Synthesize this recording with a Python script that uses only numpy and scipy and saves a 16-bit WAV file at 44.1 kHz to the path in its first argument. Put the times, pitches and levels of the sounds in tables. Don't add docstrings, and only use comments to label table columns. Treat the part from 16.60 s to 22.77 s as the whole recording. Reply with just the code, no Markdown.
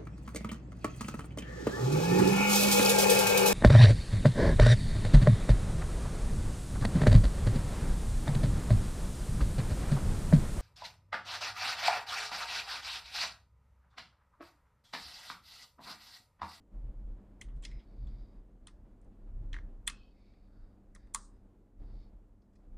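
import sys
import numpy as np
from scipy import signal
from scipy.fft import rfft, irfft
from scipy.io import wavfile
from scipy.ndimage import uniform_filter1d

SR = 44100
rng = np.random.default_rng(int(sys.argv[2]) if len(sys.argv) > 2 else 0)


def persist_wave(psi):
    counts = np.round(np.clip(psi, -1, 1) * 32767).astype(np.int16)
    wavfile.write(sys.argv[1], SR, np.atleast_2d(counts).T)


N = 272097

# (time [s], case [dB], board [dB], plug [dB], clip [dB], tweezer tips [dB],
# contact decay [ms], ring time [share of each mode's t60], rustle [dB], favoured pitch [Hz])
TOUCHES = [(0.8129, -78, -37, -58, -53.5, -51.5, 1.6, 0.68, -12.5, 6240),
           (0.8180, -59.5, -52, -45, -63, -49.5, 4.4, 0.23, -6.5, 2000),
           (0.885, -60.5, -69.5, -62, -100, -79, 2.1, 0.43, 1, 1990),
           (0.9610, -75, -90, -80, -87, -90, 2.2, .39, 7.5, 8950),
           (1.0247, -64, -66, -59, -73, -69.5, 2.1, 0.45, 8.5, 7440),
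           (1.0362, -90, -58, -62.5, -66, -66, 2.7, 0.27, 12, 3260),
           (1.0507, -94, -37, -42.5, -47, -52, 2.1, 0.75, -11, 5300),
           (1.1136, -81, -58, -63.5, -74, -75, 1.4, 0.78, 0, 2080),
           (1.1933, -71, -68, -67, -79, -90, 1.84, 0.37, 3, 3250),
           (1.4710, -68, -78, -71, -80, -84, 2.6, 0.8, 5, 3420),
           (2.071, -49, -59, -47, -54.5, -53.5, 1.57, 0.43, -12, 8920),
           (2.079, -61, -57.5, -59, -61, -74, 2.1, 1, -6, 1680),
           (2.4150, -79, -89, -88, -82, -81, 1.54, 0.42, -4, 8950),
           (2.4450, -85, -87, -95, -79, -83, 1.8, .55, -9, 8850),
           (2.9304, -61.5, -40.5, -38.5, -58.5, -62, 1.05, .39, -3.5, 6100),
           (2.9418, -46.5, -34, -46.5, -59.5, -65, .21, 0.37, -11, 1829),
           (2.965, -48, -36, -62.5, -69, -70, .17, 0.36, -19, 1602),
           (2.9867, -50, -37, -60, -67.5, -74, .17, 0.23, -21, 1630),
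           (3.2680, -72, -63.5, -62.5, -58, -55, 2.12, .59, -6, 7750),
           (3.2726, -58, -59.5, -45.5, -57, -41.5, 2.5, .29, -8.5, 7790),
           (3.276, -37.5, -25.5, -27, -41, -25.5, .64, 0.74, -13.5, 3240),
           (3.298, -48.5, -42, -46, -43, -50, 2.9, .58, -8, 1124),
           (3.7373, -73.5, -64.5, -73, -86, -93, 1.5, 0.48, -13, 2304),
           (4.35, -65, -57.5, -74.5, -56.5, -55, 1.85, .59, -9, 2043),
           (4.3602, -55, -61.5, -68.5, -68.5, -71, 2.1, 0.58, -15.5, 2000),
           (4.471, -73.5, -66, -81, -84, -85, 1.4, 0.49, -6, 8950),
           (4.5408, -74.5, -70, -60.5, -57.5, -43, 2.6, .43, -10, 7350),
           (4.5470, -29, -32.5, -43, -33.5, -30.5, 1.6, 0.47, -15.5, 9000),
           (4.5574, -39, -50, -43.5, -49.5, -42.5, .62, 0.62, -9, 1150),
           (5.8202, -78.5, -91, -87, -85, -103, 4.5, 0.92, -3, 5100),
           (5.933, -84, -82, -94, -88, -90, 4.5, .9, -1, 5120),
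           (5.956, -81, -75, -82, -77.5, -83, 4.5, 0.97, -5, 5120)]
PARTS_HZ = [1074, 2050, 3150, 5500, 8600]
# (pitch [Hz], level [dB], full t60 [s])
MODES = [(949, -3.5, .07), (1013, -4, 0.087), (1122.6, -1, .09), (1222, 1, 0.071), (1360, -13, 0.19),
         (1671.3, -2, 0.031), (1895, 9, 0.019), (2095, -10.5, 0.11), (2577, -0.5, 0.034),
         (2825, -9.5, 0.051), (3420, 5, 0.03), (3615, -6, 0.063), (4120, -3, 0.062), (4150, -0.5, 0.026),
         (4740, -4.5, 0.062), (5240, -2.5, 0.043), (6020, -5.5, 0.06), (6460, 3, 0.027), (6966, -3, .035),
         (7440, 0.5, 0.03), (7730, 7, 0.017), (8300, -6, 0.022), (9150, 0.5, 0.039), (9710, -2, .025),
         (10900, -19.5, .025), (11020, -3.5, 0.043), (12800, -10, .025), (15000, -5.5, .025)]
# (frequency [Hz], full t60 [s])
RUSTLE_T60 = [(800, 1), (2500, 0.22), (5000, 0.41), (8000, 0.28), (14000, 0.063)]
# (pitch [Hz], level [dB], t60 [s], width [Hz])
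SHIELD_MODES = [(2570, -58.5, 0.46, 85), (2640, -60.5, .3, 99)]
# (start [s], swell [s], fade [s], upper band [dB], its first [Hz], its last [Hz],
# lower band [dB], its first [Hz], its last [Hz])
STROKES = [(1.057, 0.064, 0.13, -80, 5250, 4900, -72.5, 2050, 2250),
           (1.143, 0.41, .25, -84.5, 4440, 4750, -87, 2200, 2120),
           (3.31, 0.034, 0.19, -79, 4100, 4620, -78, 3300, 3000),
           (3.5, 0.14, 0.25, -85.5, 4500, 4580, -83, 2150, 2420),
           (3.82, 0.19, .17, -91, 4470, 4700, -80.5, 1380, 1290),
           (4.36, 0.061, .11, -88.5, 4690, 4600, -81, 1890, 1700),
           (4.66, 0.087, 0.088, -96.5, 5020, 4950, -95, 2100, 2000),
           (5.191, 0.23, 0.086, -83.5, 4650, 4460, -88, 1800, 2320)]
# (frequency [Hz], level [dB per Hz])
STROKE_COLOUR = [(1760, -44), (3000, -5.5), (3140, -3.5), (3390, -6.5), (3840, 3.5), (4690, -12.5),
                 (4990, 3), (5860, -13), (6500, -14), (8450, -33), (14300, -120)]
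# (time [s], level [dB])
PEEL_LEVEL = [(4.57, -55), (4.592, -64.5), (4.656, -67.5), (4.718, -88), (4.78, -95)]
# (frequency [Hz], level [dB per Hz])
PEEL_COLOUR = [(1180, -47), (2000, -12), (2170, -8), (2860, -22.5), (3710, -2), (8800, 8.5), (11100, -23.5),
               (14000, -32)]
# (time [s], level [dB])
SHAKE_LEVEL = [(0, -63), (.1, -70.5), (.15, -48), (.29, -39), (.34, -50.5), (.4, -45), (.57, -47),
               (.62, -60.5), (.8, -58), (.88, -47), (.98, -39), (1.05, -50.5), (1.17, -38), (1.22, -68),
               (1.44, -36.5), (1.61, -44.5), (1.66, -58.5), (1.79, -51.5), (1.9, -60), (2.56, -55),
               (2.64, -47.5), (2.86, -34.5), (3.1, -48), (3.36, -53), (3.44, -62.5), (3.9, -59),
               (4.04, -50), (4.1, -64.5), (4.66, -54.5), (5.12, -68.5), (5.19, -51), (5.34, -45.5),
               (5.86, -70), (6.04, -60.5), (6.12, -47)]
# (time [s], pitch [Hz])
SHAKE_PITCH = [(0, 43.11), (1.2, 38.87), (2.4, 37.41), (2.7, 33.22), (3.8, 31.72), (5.3, 35.69),
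               (6.17, 35.67)]
# (time [s], level [dB])
ROOM_LEVEL = [(0.0, -70), (0.1, -71), (0.14, -62), (0.77, -63.5), (1.3, -64.5), (1.56, -61.5),
              (1.92, -67.5), (2.51, -65), (2.87, -62), (3.3, -64.5), (3.52, -69), (3.95, -66.5),
              (4.95, -66.5), (5.16, -71.5), (5.22, -61), (5.84, -71), (6.14, -64.5)]
# (frequency [Hz], level [dB per Hz])
ROOM_COLOUR = [(32, -25.5), (55, -1), (76, -14.5), (106, -13.5), (124, -18), (167, -16), (195, -11.5),
               (273, -14), (306, -16), (455, -22.5), (560, -23.5), (2440, -47.5), (5000, -57),
               (6500, -84.5), (11000, -120)]
# (frequency [Hz], level [dB per Hz])
HISS_COLOUR = [(1800, -35.5), (3000, -15), (4000, -5), (5500, -0.5), (7100, 2), (9700, -2), (13800, -4.5),
               (14800, -14.5), (16300, -22)]
# (pitch [Hz], level against the room level [dB])
HUM = [(100.3, -4.5), (200.4, -6.5), (300.6, -13)]


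def gain_of(db):
    return 10 ** (np.asarray(db) / 20)


def evened(x):
    return x / np.sqrt(np.mean(x ** 2) + 1e-20)


def read(points, hz):
    f, value = np.transpose(points)
    return np.interp(np.log(hz + 1), np.log(f + 1), value)


def curve(rows):
    s, value = np.transpose(rows)
    return np.interp(np.arange(N) / SR, s, value)


def coloured(x, points):
    hz = np.fft.rfftfreq(len(x), 1 / SR)
    return evened(irfft(rfft(x) * gain_of(read(points, hz)), len(x)))


def wander(width_s):
    size = round(width_s * SR)
    smooth = uniform_filter1d(rng.standard_normal(N), size=size)
    return evened(uniform_filter1d(smooth, size=size))


def slips(per_s, spread_db):
    strength = rng.standard_normal(N) * gain_of(spread_db * rng.exponential(1, N))
    return strength * (rng.random(N) < per_s / SR)


def fade(start, end, fade_s=0.00786):
    t = np.arange(N) / SR
    return np.clip(np.minimum(t - start, end - t) / fade_s, 0, 1)


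def resonate(x, hz, width_hz):
    turn = np.exp(2j * np.pi * np.cumsum(hz) / SR)
    r = np.exp(-np.pi * width_hz / SR)
    smooth = signal.lfilter([1], np.convolve([1, -r], [1, -r]), x / turn)
    return evened((turn * smooth).real)


LEAD, TAP_SIZE = 512, 16384


def contact(ms, contact_ms, run_up=0.45):
    rise_ms, fall_ms = max(run_up * contact_ms, .03), max(contact_ms, .03)
    return rng.standard_normal(TAP_SIZE) * np.exp(np.where(ms < 0, ms / rise_ms, -ms / fall_ms))


def loose_rustle(ms, time_share=0.55, rise_ms=3.0):
    f, frame_s, z = signal.stft(rng.standard_normal(TAP_SIZE), SR, nperseg=256)
    t60 = time_share * read(RUSTLE_T60, f)[:, None]
    z = z * gain_of(-60 * np.maximum(frame_s - LEAD / SR, 0) / t60)
    noise = signal.istft(z, SR, nperseg=256)[1][:TAP_SIZE]
    return noise * (1 - np.exp(-np.maximum(ms, 0) / rise_ms))


def ring_modes(force, ring_time, detune=0.006, build_cycles=2.7):
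    t = np.arange(TAP_SIZE) / SR
    hz, db, t60 = np.transpose(MODES)[:, :, None]
    hz = hz * (1 + detune * rng.standard_normal(hz.shape))
    modes = gain_of(db - 60 * t / (t60 * ring_time)) * np.sin(2 * np.pi * hz * t)
    modes = modes * (1 - np.exp(-hz * t / (build_cycles * ring_time)))
    reach = abs(np.exp(2j * np.pi * hz * t[:len(force)]) @ force)[:, None]
    response = (modes / (reach + 0.32 * np.linalg.norm(force))).sum(0)
    return signal.fftconvolve(force, response)[:TAP_SIZE]


def strike_colour(parts_db, favoured_hz, favour_db=8.5, favour_width=0.088, hard_bright=0.2):
    tips_db = parts_db[-1]
    top_db = tips_db + hard_bright * (tips_db + 54.5)
    colour = list(zip(PARTS_HZ, parts_db))
    colour += [(10200, tips_db), (11000, top_db - 16.0), (14500, top_db - 15.5), (16300, top_db - 32.0)]
    f = np.fft.rfftfreq(TAP_SIZE, 1 / SR)
    spot_db = favour_db * np.exp(-(np.log((f + 1) / favoured_hz) / favour_width) ** 2 / 2)
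    return gain_of(read(colour, f) + spot_db)


def tap(row, crack_db=-2.5):
    s, *parts_db, contact_ms, ring_time, rustle_db, favoured_hz = row
    ms = (np.arange(TAP_SIZE) - LEAD) / SR * 1000
    crack = contact(ms, contact_ms)
    rustle = gain_of(rustle_db) * loose_rustle(ms)
    ring = ring_modes(crack[:2 * LEAD], ring_time)
    sound = ring + gain_of(crack_db) * crack + rustle
    return round(s * SR) - LEAD, irfft(rfft(sound) * strike_colour(parts_db, favoured_hz), TAP_SIZE)


def taps(small_hz=930.0):
    out = np.zeros(N + TAP_SIZE)
    for row in TOUCHES:
        at, sound = tap(row)
        out[at:at + len(sound)] += sound
    return signal.sosfilt(signal.butter(6, small_hz, "highpass", fs=SR, output="sos"), out[:N])


def shield(start_s=3.281, rise_s=0.003):
    t = np.maximum(np.arange(N) / SR - start_s, 0)
    noise = rng.standard_normal(N)
    buzz = np.zeros(N)
    for hz, db, t60, width_hz in SHIELD_MODES:
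        buzz += gain_of(db - 60 * t / t60) * resonate(noise, np.full(N, hz), width_hz)
    return (1 - np.exp(-t / rise_s)) * buzz


def slides(width_hz=610.0, upper_width_hz=460.0, under=0.79, under_db=-13.0, broad_db=1.5,
           patchy_db=0.5, uneven_db=0.5, ends_db=-13, shape=1.8):
    friction, out, t = slips(9700.0, 1.2), np.zeros(N), np.arange(N) / SR
    broad = gain_of(broad_db + patchy_db * wander(0.016)) * coloured(friction, STROKE_COLOUR)
    pressure_db = uneven_db * wander(0.036)
    for start, swell_s, fade_s, upper_db, upper_from, upper_to, lower_db, lower_from, lower_to in STROKES:
        top, end = start + swell_s, start + swell_s + fade_s
        at = slice(round(start * SR), round(end * SR))
        rub = friction[at]
        upper_hz = np.linspace(upper_from, upper_to, len(rub))
        lower_hz = np.linspace(lower_from, lower_to, len(rub))
        strand = resonate(rub, upper_hz, upper_width_hz)
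        under_strand = gain_of(under_db) * resonate(rub, under * upper_hz, upper_width_hz)
        upper = gain_of(upper_db) * (broad[at] + strand + under_strand)
        lower = gain_of(lower_db) * resonate(rub, lower_hz, width_hz)
        away = abs(np.interp(t[at], [start, top, end], [-1, 0, 1]))
        level = gain_of(ends_db * away ** shape + pressure_db[at])
        out[at] += fade(start, end)[at] * level * (upper + lower)
    return out


def peel():
    crackle = coloured(slips(11000.0, 1.5), PEEL_COLOUR)
    return gain_of(curve(PEEL_LEVEL)) * fade(PEEL_LEVEL[0][0], PEEL_LEVEL[-1][0]) * crackle


def shake(waver=0.0981, second_db=-11.0, lumps_db=-4.5, throb_db=1.5, upper_db=-17, upper_growth=0.1):
    level_db = curve(SHAKE_LEVEL) + throb_db * wander(.03)
    hz = curve(SHAKE_PITCH) * (1 + waver * wander(.02))
    turn = 2 * np.pi * (np.cumsum(hz) / SR + rng.random())
    upper = np.sin(3 * turn) + gain_of(second_db) * np.cos(2 * turn)
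    upper_gain = gain_of(upper_db + upper_growth * (level_db + 45.5))
    swing = np.sqrt(2) * (np.sin(turn) + upper_gain * upper)
    lumps_colour = [(8, -30.5), (22, 3.0), (38, 2.5), (60, -1.0), (80, -25.5), (125, -16.0),
                    (200, -34.0), (400, -73.5), (1500, -130.)]
    lumps = coloured(rng.standard_normal(N), lumps_colour)
    return gain_of(level_db) * (swing + gain_of(lumps_db) * lumps)


def background(room_db=3.0, flutter_db=1., hiss_db=-93.5, hiss_follows=0.46):
    level_db, t = curve(ROOM_LEVEL), np.arange(N) / SR
    hum = np.zeros(N)
    for hz, db in HUM:
        tone = np.sqrt(2) * np.sin(2 * np.pi * (hz * t + rng.random()))
        hum += gain_of(db + 0.91 * wander(.06)) * tone
    air = gain_of(room_db + flutter_db * wander(.03)) * coloured(rng.standard_normal(N), ROOM_COLOUR)
    hiss_gain = gain_of(hiss_db + hiss_follows * (level_db - level_db.mean()))
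    hiss = hiss_gain * coloured(rng.standard_normal(N), HISS_COLOUR)
    return gain_of(level_db) * (air + hum) + hiss


def scene():
    mono = taps() + shield() + slides() + peel() + shake() + background()
    return np.array([mono, mono])


def record(dry, edge_hz=16400):
    padded = np.pad(dry, ((0, 0), (255, 255)), "reflect", reflect_type="odd")
    lowpass = signal.firwin(511, edge_hz, window=("kaiser", 9), fs=SR)
    return signal.oaconvolve(padded, lowpass[None], "valid", axes=1)


dry = scene()
out = record(dry)
persist_wave(out)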